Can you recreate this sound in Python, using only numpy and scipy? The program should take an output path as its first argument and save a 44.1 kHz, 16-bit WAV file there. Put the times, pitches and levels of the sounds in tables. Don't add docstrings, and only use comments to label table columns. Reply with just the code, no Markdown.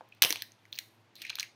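import sys
import numpy as np
from scipy import signal
from scipy.fft import rfft, irfft
from scipy.io import wavfile

SR = 44100
rng = np.random.default_rng(int(sys.argv[2]) if len(sys.argv) > 2 else 0)


def inscribe(sig):
    pcm = np.round(np.clip(np.atleast_2d(sig).T, -1, 1) * 32767)
    wavfile.write(sys.argv[1], SR, pcm.astype(np.int16))


def voltage_ratio(decibels):
    exponent = np.asarray(decibels, float) / 20
    return 10 ** exponent


N = 68355
BODY_LOW_HZ, BODY_HIGH_HZ, EDGE_TOP_HZ = 1600, 6740, 16000


def rms_one(x):
    return x / np.sqrt(np.mean(x ** 2) + 1e-20)


def band(x, low_hz, high_hz):
    sos = signal.butter(2, [low_hz, min(high_hz, 0.45 * SR)], "band", fs=SR, output="sos")
    return signal.sosfilt(sos, x)


def steep(x, low_hz, high_hz):
    return band(band(x, low_hz, high_hz), low_hz, high_hz)


def resonate(x, hz, width_hz):
    r = np.exp(-np.pi * width_hz / SR)
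    zeros = np.array([1, 0, -1]) * (1 - r * r) / 2
    poles = [1, -2 * r * np.cos(2 * np.pi * hz / SR), r * r]
    return signal.lfilter(zeros, poles, x + 1e-18)


def colour(x, points):
    hz, db = np.transpose(points)
    size = 4096
    grid_hz = np.maximum(np.arange(size // 2 + 1) * SR / size, 1)
    log_gain = np.interp(np.log(grid_hz), np.log(hz), db) * np.log(10) / 20
    cepstrum = irfft(log_gain)
    cepstrum[1:size // 2] *= 2
    cepstrum[size // 2 + 1:] = 0
    impulse = irfft(np.exp(rfft(cepstrum)))
    return signal.fftconvolve(x, impulse)[:len(x)]


def drift(rate_hz):
    r = np.exp(-2 * np.pi * rate_hz / SR)
    return rms_one(signal.lfilter([1], [1, -2 * r, r * r], rng.standard_normal(N + SR))[SR:])


def add(out, start_s, burst, peak_db):
    i = int(start_s * SR)
    out[i:i + len(burst)] += voltage_ratio(peak_db) * burst / np.abs(burst).max()


# pitch_hz [Hz], density_db [dB per Hz]
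HISS_SPECTRUM = [(130, -2.5), (500, -4.5), (850, -3.5), (1400, -9.5), (2500, -9.5), (6000, -21.5),
                 (14500, -41), (16500, -42)]
# pitch_hz [Hz], width_hz [Hz], level_db [dB]
FAN_TONES = [(107.3, 7.4, -71), (119.4, 11, -76.5), (193.4, 4.7, -82.5), (234.6, 3.5, -81.5),
             (328.3, 26, -79)]


def background():
    low_end = [(30, -42.5), (75, -10.0)]
    hiss = colour(rng.standard_normal(N + SR), low_end + list(HISS_SPECTRUM))[SR:]
    out = voltage_ratio(-68) * rms_one(hiss)
    for pitch_hz, width_hz, level_db in FAN_TONES:
        tone = resonate(rng.standard_normal(N + SR), pitch_hz, width_hz)
        tone = resonate(tone, pitch_hz, 2 * width_hz)
        out += voltage_ratio(level_db) * rms_one(tone[SR:])
    return out


# centre_hz [Hz], t60_s [s], level_db [dB]
ROOM_DECAY = [(500, 0.24, 3.5), (1600, 0.23, 3), (2900, 0.13, -6), (4300, 0.36, -5.5), (6300, .3, -4.5),
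              (9000, 0.45, -11), (14000, 0.19, -0.1)]


def room(x):
    desk_ms, desk_db = 1.2, -16.5
    tail_db, tail_rise_s = -12.5, 0.0014
    t = np.arange(SR // 2) / SR
    centres_hz = np.array(ROOM_DECAY)[:, 0]
    edges_hz = np.r_[120, np.sqrt(centres_hz[1:] * centres_hz[:-1]), EDGE_TOP_HZ]
    tail = np.zeros(len(t))
    for (_, t60_s, level_db), low_hz, high_hz in zip(ROOM_DECAY, edges_hz, edges_hz[1:]):
        tail += voltage_ratio(level_db - 60 * t / t60_s) * band(rng.standard_normal(len(t)), low_hz, high_hz)
    tail *= 1 - np.exp(-t / tail_rise_s)
    tail /= np.sqrt(np.sum(tail ** 2))
    echo = np.interp(np.arange(N) - desk_ms * SR / 1000, np.arange(N), x)
    return x + voltage_ratio(desk_db) * echo + voltage_ratio(tail_db) * signal.fftconvolve(x, tail)[:N]


# start_s [s], peak_db [dB], pitch_hz [Hz]
KNOCK_EVENTS = [(.0085, -36, 790), (.009, -51, 1500), (0.221, -41, 280), (0.22, -25, 930), (.235, -21, 966),
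                (0.241, -47.5, 99), (0.245, -29.5, 400), (0.258, -26.5, 960), (0.303, -37.5, 322),
                (.31, -44, 475), (.326, -32.5, 940), (.357, -31, 1330), (.42, -47, 1310), (1.205, -55, 338),
                (1.304, -30, 1600), (1.3856, -29.5, 1450), (.0088, -49.5, 500), (.7275, -31.5, 2280),
                (1.4288, -37.5, 4300), (1.024, -63.5, 830)]


def knocks():
    ring_cycles, gain_db = 8.0, 0.3
    out, t = np.zeros(N + SR), np.arange(4096) / SR
    for start_s, peak_db, pitch_hz in KNOCK_EVENTS:
        decay = voltage_ratio(-60 * t * (pitch_hz + 150) / ring_cycles)
        puff = rng.standard_normal(len(t)) * decay
        knock = resonate(resonate(puff, pitch_hz, pitch_hz), pitch_hz, pitch_hz)
        add(out, start_s, knock, peak_db + gain_db)
    return out[:N]


# start_s [s], end_s [s], pitch_hz [Hz], width_hz [Hz], level_db [dB]
SKIM_EVENTS = [
    (0.72, .787, 15200, 1400, -65.5),
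    (1.358, 1.43, 20000, 1600, -74.5),
    (.74, .768, 4550, 2800, -56),
    (1.155, 1.4, 4000, 1000, -61.5),
    (1.185, 1.26, 2320, 670, -61),
    (.235, .3, 2950, 510, -38),
    (0.24, .42, 3300, 1050, -55),
    (1.216, 1.2, 10500, 3000, -64),
]


def skims():
    t = np.arange(N) / SR
    out = np.zeros(N)
    for start_s, end_s, pitch_hz, width_hz, level_db in SKIM_EVENTS:
        gate = np.interp(t, [start_s, start_s + 0.0034, end_s - 0.005, end_s], [0, 1, 1, 0])
        rub = steep(rng.standard_normal(N), pitch_hz - width_hz / 2, pitch_hz + width_hz / 2)
        out += voltage_ratio(level_db + 1.0 * drift(90.0)) * gate * rms_one(rub)
    return out


# time_s [s], level_db [dB], bright_db [dB]
SLIDE_EFFORT = [(0, -79, -16), (0.217, -67, -21), (0.227, -34.5, -2), (.3, -40, -4), (.4, -54.5, -31),
                (.5, -76.5, -15), (0.721, -79, -12), (.735, -71.5, -21), (0.777, -57, -21), (.83, -71, -1),
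                (1.145, -89.5, -9), (1.159, -67.5, -10), (1.215, -53, -17.5), (1.27, -49, -29),
                (1.37, -57, -29), (1.421, -53.5, -8), (1.47, -61, -29), (1.55, -96.5, -0.5)]


def crinkle():
    grains_per_s, spread_db, ring_cycles = 14000, 2.5, 14.0
    low_hz, high_hz, tilt_db_per_octave, clump_db = 1766, 15000, -2, 3
    panel_hz, panel_width_hz, panel_db = 2900, 410, -4.5
    sizes = voltage_ratio(spread_db * np.minimum(rng.exponential(1, N), 4)) * rng.choice([-1, 1], N)
    grains = sizes * (rng.random(N) < grains_per_s / SR)
    dealt = rng.integers(0, 18, N)
    rings = []
    for k, pitch_hz in enumerate(np.geomspace(low_hz, high_hz, 18)):
        ring = rms_one(resonate(grains * (dealt == k), pitch_hz, 2 * pitch_hz / ring_cycles))
        level_db = tilt_db_per_octave * np.log2(pitch_hz / low_hz) + clump_db * drift(23.0)
        rings.append(voltage_ratio(level_db) * ring)
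    body = steep(sum(rings[:11]), BODY_LOW_HZ, BODY_HIGH_HZ)
    body = rms_one(body + voltage_ratio(panel_db) * resonate(body, panel_hz, panel_width_hz))
    edge = rms_one(steep(sum(rings[11:]), BODY_HIGH_HZ, EDGE_TOP_HZ))
    time_s, level_db, bright_db = np.transpose(SLIDE_EFFORT)
    t = np.arange(N) / SR
    effort = voltage_ratio(np.interp(t, time_s, level_db) + 3.65 * drift(27.0))
    return effort * (body + voltage_ratio(np.interp(t, time_s, bright_db)) * edge)


# start_s [s], peak_db [dB],
# pitch_hz [Hz], bright_db [dB], length_ms [ms]
CREASE_SNAPS = [(.2206, -5.5, 3500, -4.5, 0.96), (0.2215, -3.5, 4300, -2.5, 1.6),
                (0.2232, -4.5, 4600, -2, 0.91), (0.2244, -9, 3000, -7, 0.63), (0.2311, -4.5, 4140, -6, .9),
                (0.2376, -6.5, 3980, -2, 0.36), (.2398, -12.5, 2730, -23.5, 0.55),
                (.2483, -7, 4310, -15, 0.49), (0.2622, -26, 2980, -16, 0.53), (.305, -13, 5930, -17, 0.95),
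                (0.3111, -25.5, 2500, -6, 3.1), (0.3253, -14, 3240, -1.5, 2.6),
                (.358, -22.5, 2630, -15, 0.75), (0.3711, -31, 3370, -21, 0.67),
                (0.421, -20.5, 4065, -4, 1.42),
                (.089, -56, 12200, 11, 1.3), (0.1217, -42, 2650, -57, 1.6), (.149, -59, 9000, -2.5, 1.2),
              (.5192, -44, 5800, -25, 0.56), (0.6534, -46.5, 2100, -28.5, 0.81), (.662, -59, 4950, 1, 0.61),
              (.7272, -28.5, 3605, -26.5, 1.03), (0.7338, -39, 4060, -27, 0.63),
              (0.7429, -43.5, 2900, -38.5, 1.6), (0.7535, -38, 4400, -25.5, 1.7),
              (0.759, -39, 4750, -22, 3.1), (0.778, -38, 2673, -28.5, 0.65), (.7878, -18, 3610, -6, 1.8),
                (1.1547, -39, 3930, -0.5, 5.2), (1.164, -43.5, 3880, -21.5, 1.8),
              (1.2179, -30, 2600, -10.5, 5.1), (1.2367, -40, 2230, -46, 3.5), (1.2494, -29, 2180, -32, 3.3),
              (1.2664, -35, 2520, -28, 1.4), (1.2957, -26, 2500, -30, 1.6),
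              (1.3001, -21.5, 3880, -19.5, .8), (1.3026, -30.5, 3160, -24, 1.8),
              (1.3279, -37, 2380, -52, 1.7), (1.355, -24, 3760, -5.5, 1.25), (1.3682, -41, 2270, -37, 1.6),
              (1.3871, -25, 3180, -15.5, 0.32), (1.3969, -17, 4070, -17, 1.1),
              (1.4026, -25, 4000, -18, 1.25), (1.4068, -21.5, 4930, -9.5, 1.2),
              (1.4285, -23.5, 2376, -21.5, 2.06), (1.4387, -38, 2000, -36, 1.5)]


def snaps():
    ring_width, body_db, gain_db = 0.67, 7, 2.18
    rise_ms, crack_ms, crack_db = 0.11, 0.3, 12.0
    body_follows, dull_rise, dull_narrow = 0.6, 0.5, 0.21
    sheet_floor_hz = 1500
    out, ms = np.zeros(N + SR), np.arange(1024) / SR * 1000
    for start_s, peak_db, pitch_hz, bright_db, length_ms in CREASE_SNAPS:
        crack = voltage_ratio(crack_db + body_follows * bright_db) * np.exp(-ms / crack_ms)
        shape = np.exp(-ms / max(length_ms, 0.1)) + crack
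        rise = 1 - np.exp(-ms / (rise_ms * voltage_ratio(-dull_rise * bright_db)))
        spray = rng.standard_normal(len(ms)) * rise * shape
        width_hz = ring_width * pitch_hz * voltage_ratio(dull_narrow * bright_db)
        ring = rms_one(resonate(resonate(spray, pitch_hz, width_hz), pitch_hz, width_hz))
        body = rms_one(steep(spray, BODY_LOW_HZ, BODY_HIGH_HZ))
        edge = rms_one(steep(spray, BODY_HIGH_HZ, EDGE_TOP_HZ))
        snap = ring + voltage_ratio(body_db + body_follows * bright_db) * body + voltage_ratio(bright_db) * edge
        add(out, start_s, snap, peak_db + gain_db)
    return signal.sosfilt(signal.butter(4, sheet_floor_hz, "high", fs=SR, output="sos"), out[:N])


# pitch_hz [Hz], gain_db [dB]
MIC_COLOUR = [(400, 1.5), (2000, -3.5), (4300, 0), (5000, -5), (6500, -0.45), (7300, -11.5), (8300, 0),
              (13000, 5.5)]


def scene():
    paper = snaps() + knocks() + crinkle() + skims()
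    return (colour(room(paper), MIC_COLOUR) + background())[None]


def low_pass(x):
    return signal.sosfilt(signal.butter(12, 17010, fs=SR, output="sos"), x)


def record(dry):
    limit = 0.62
    mix = limit * np.tanh(dry / limit)
    mix = signal.sosfilt(signal.cheby2(10, 60, 17000, fs=SR, output="sos"), mix)
    mix = signal.sosfilt(signal.butter(2, 80, "high", fs=SR, output="sos"), mix)
    return low_pass(mix)


dry = scene()
out = record(dry)
inscribe(out)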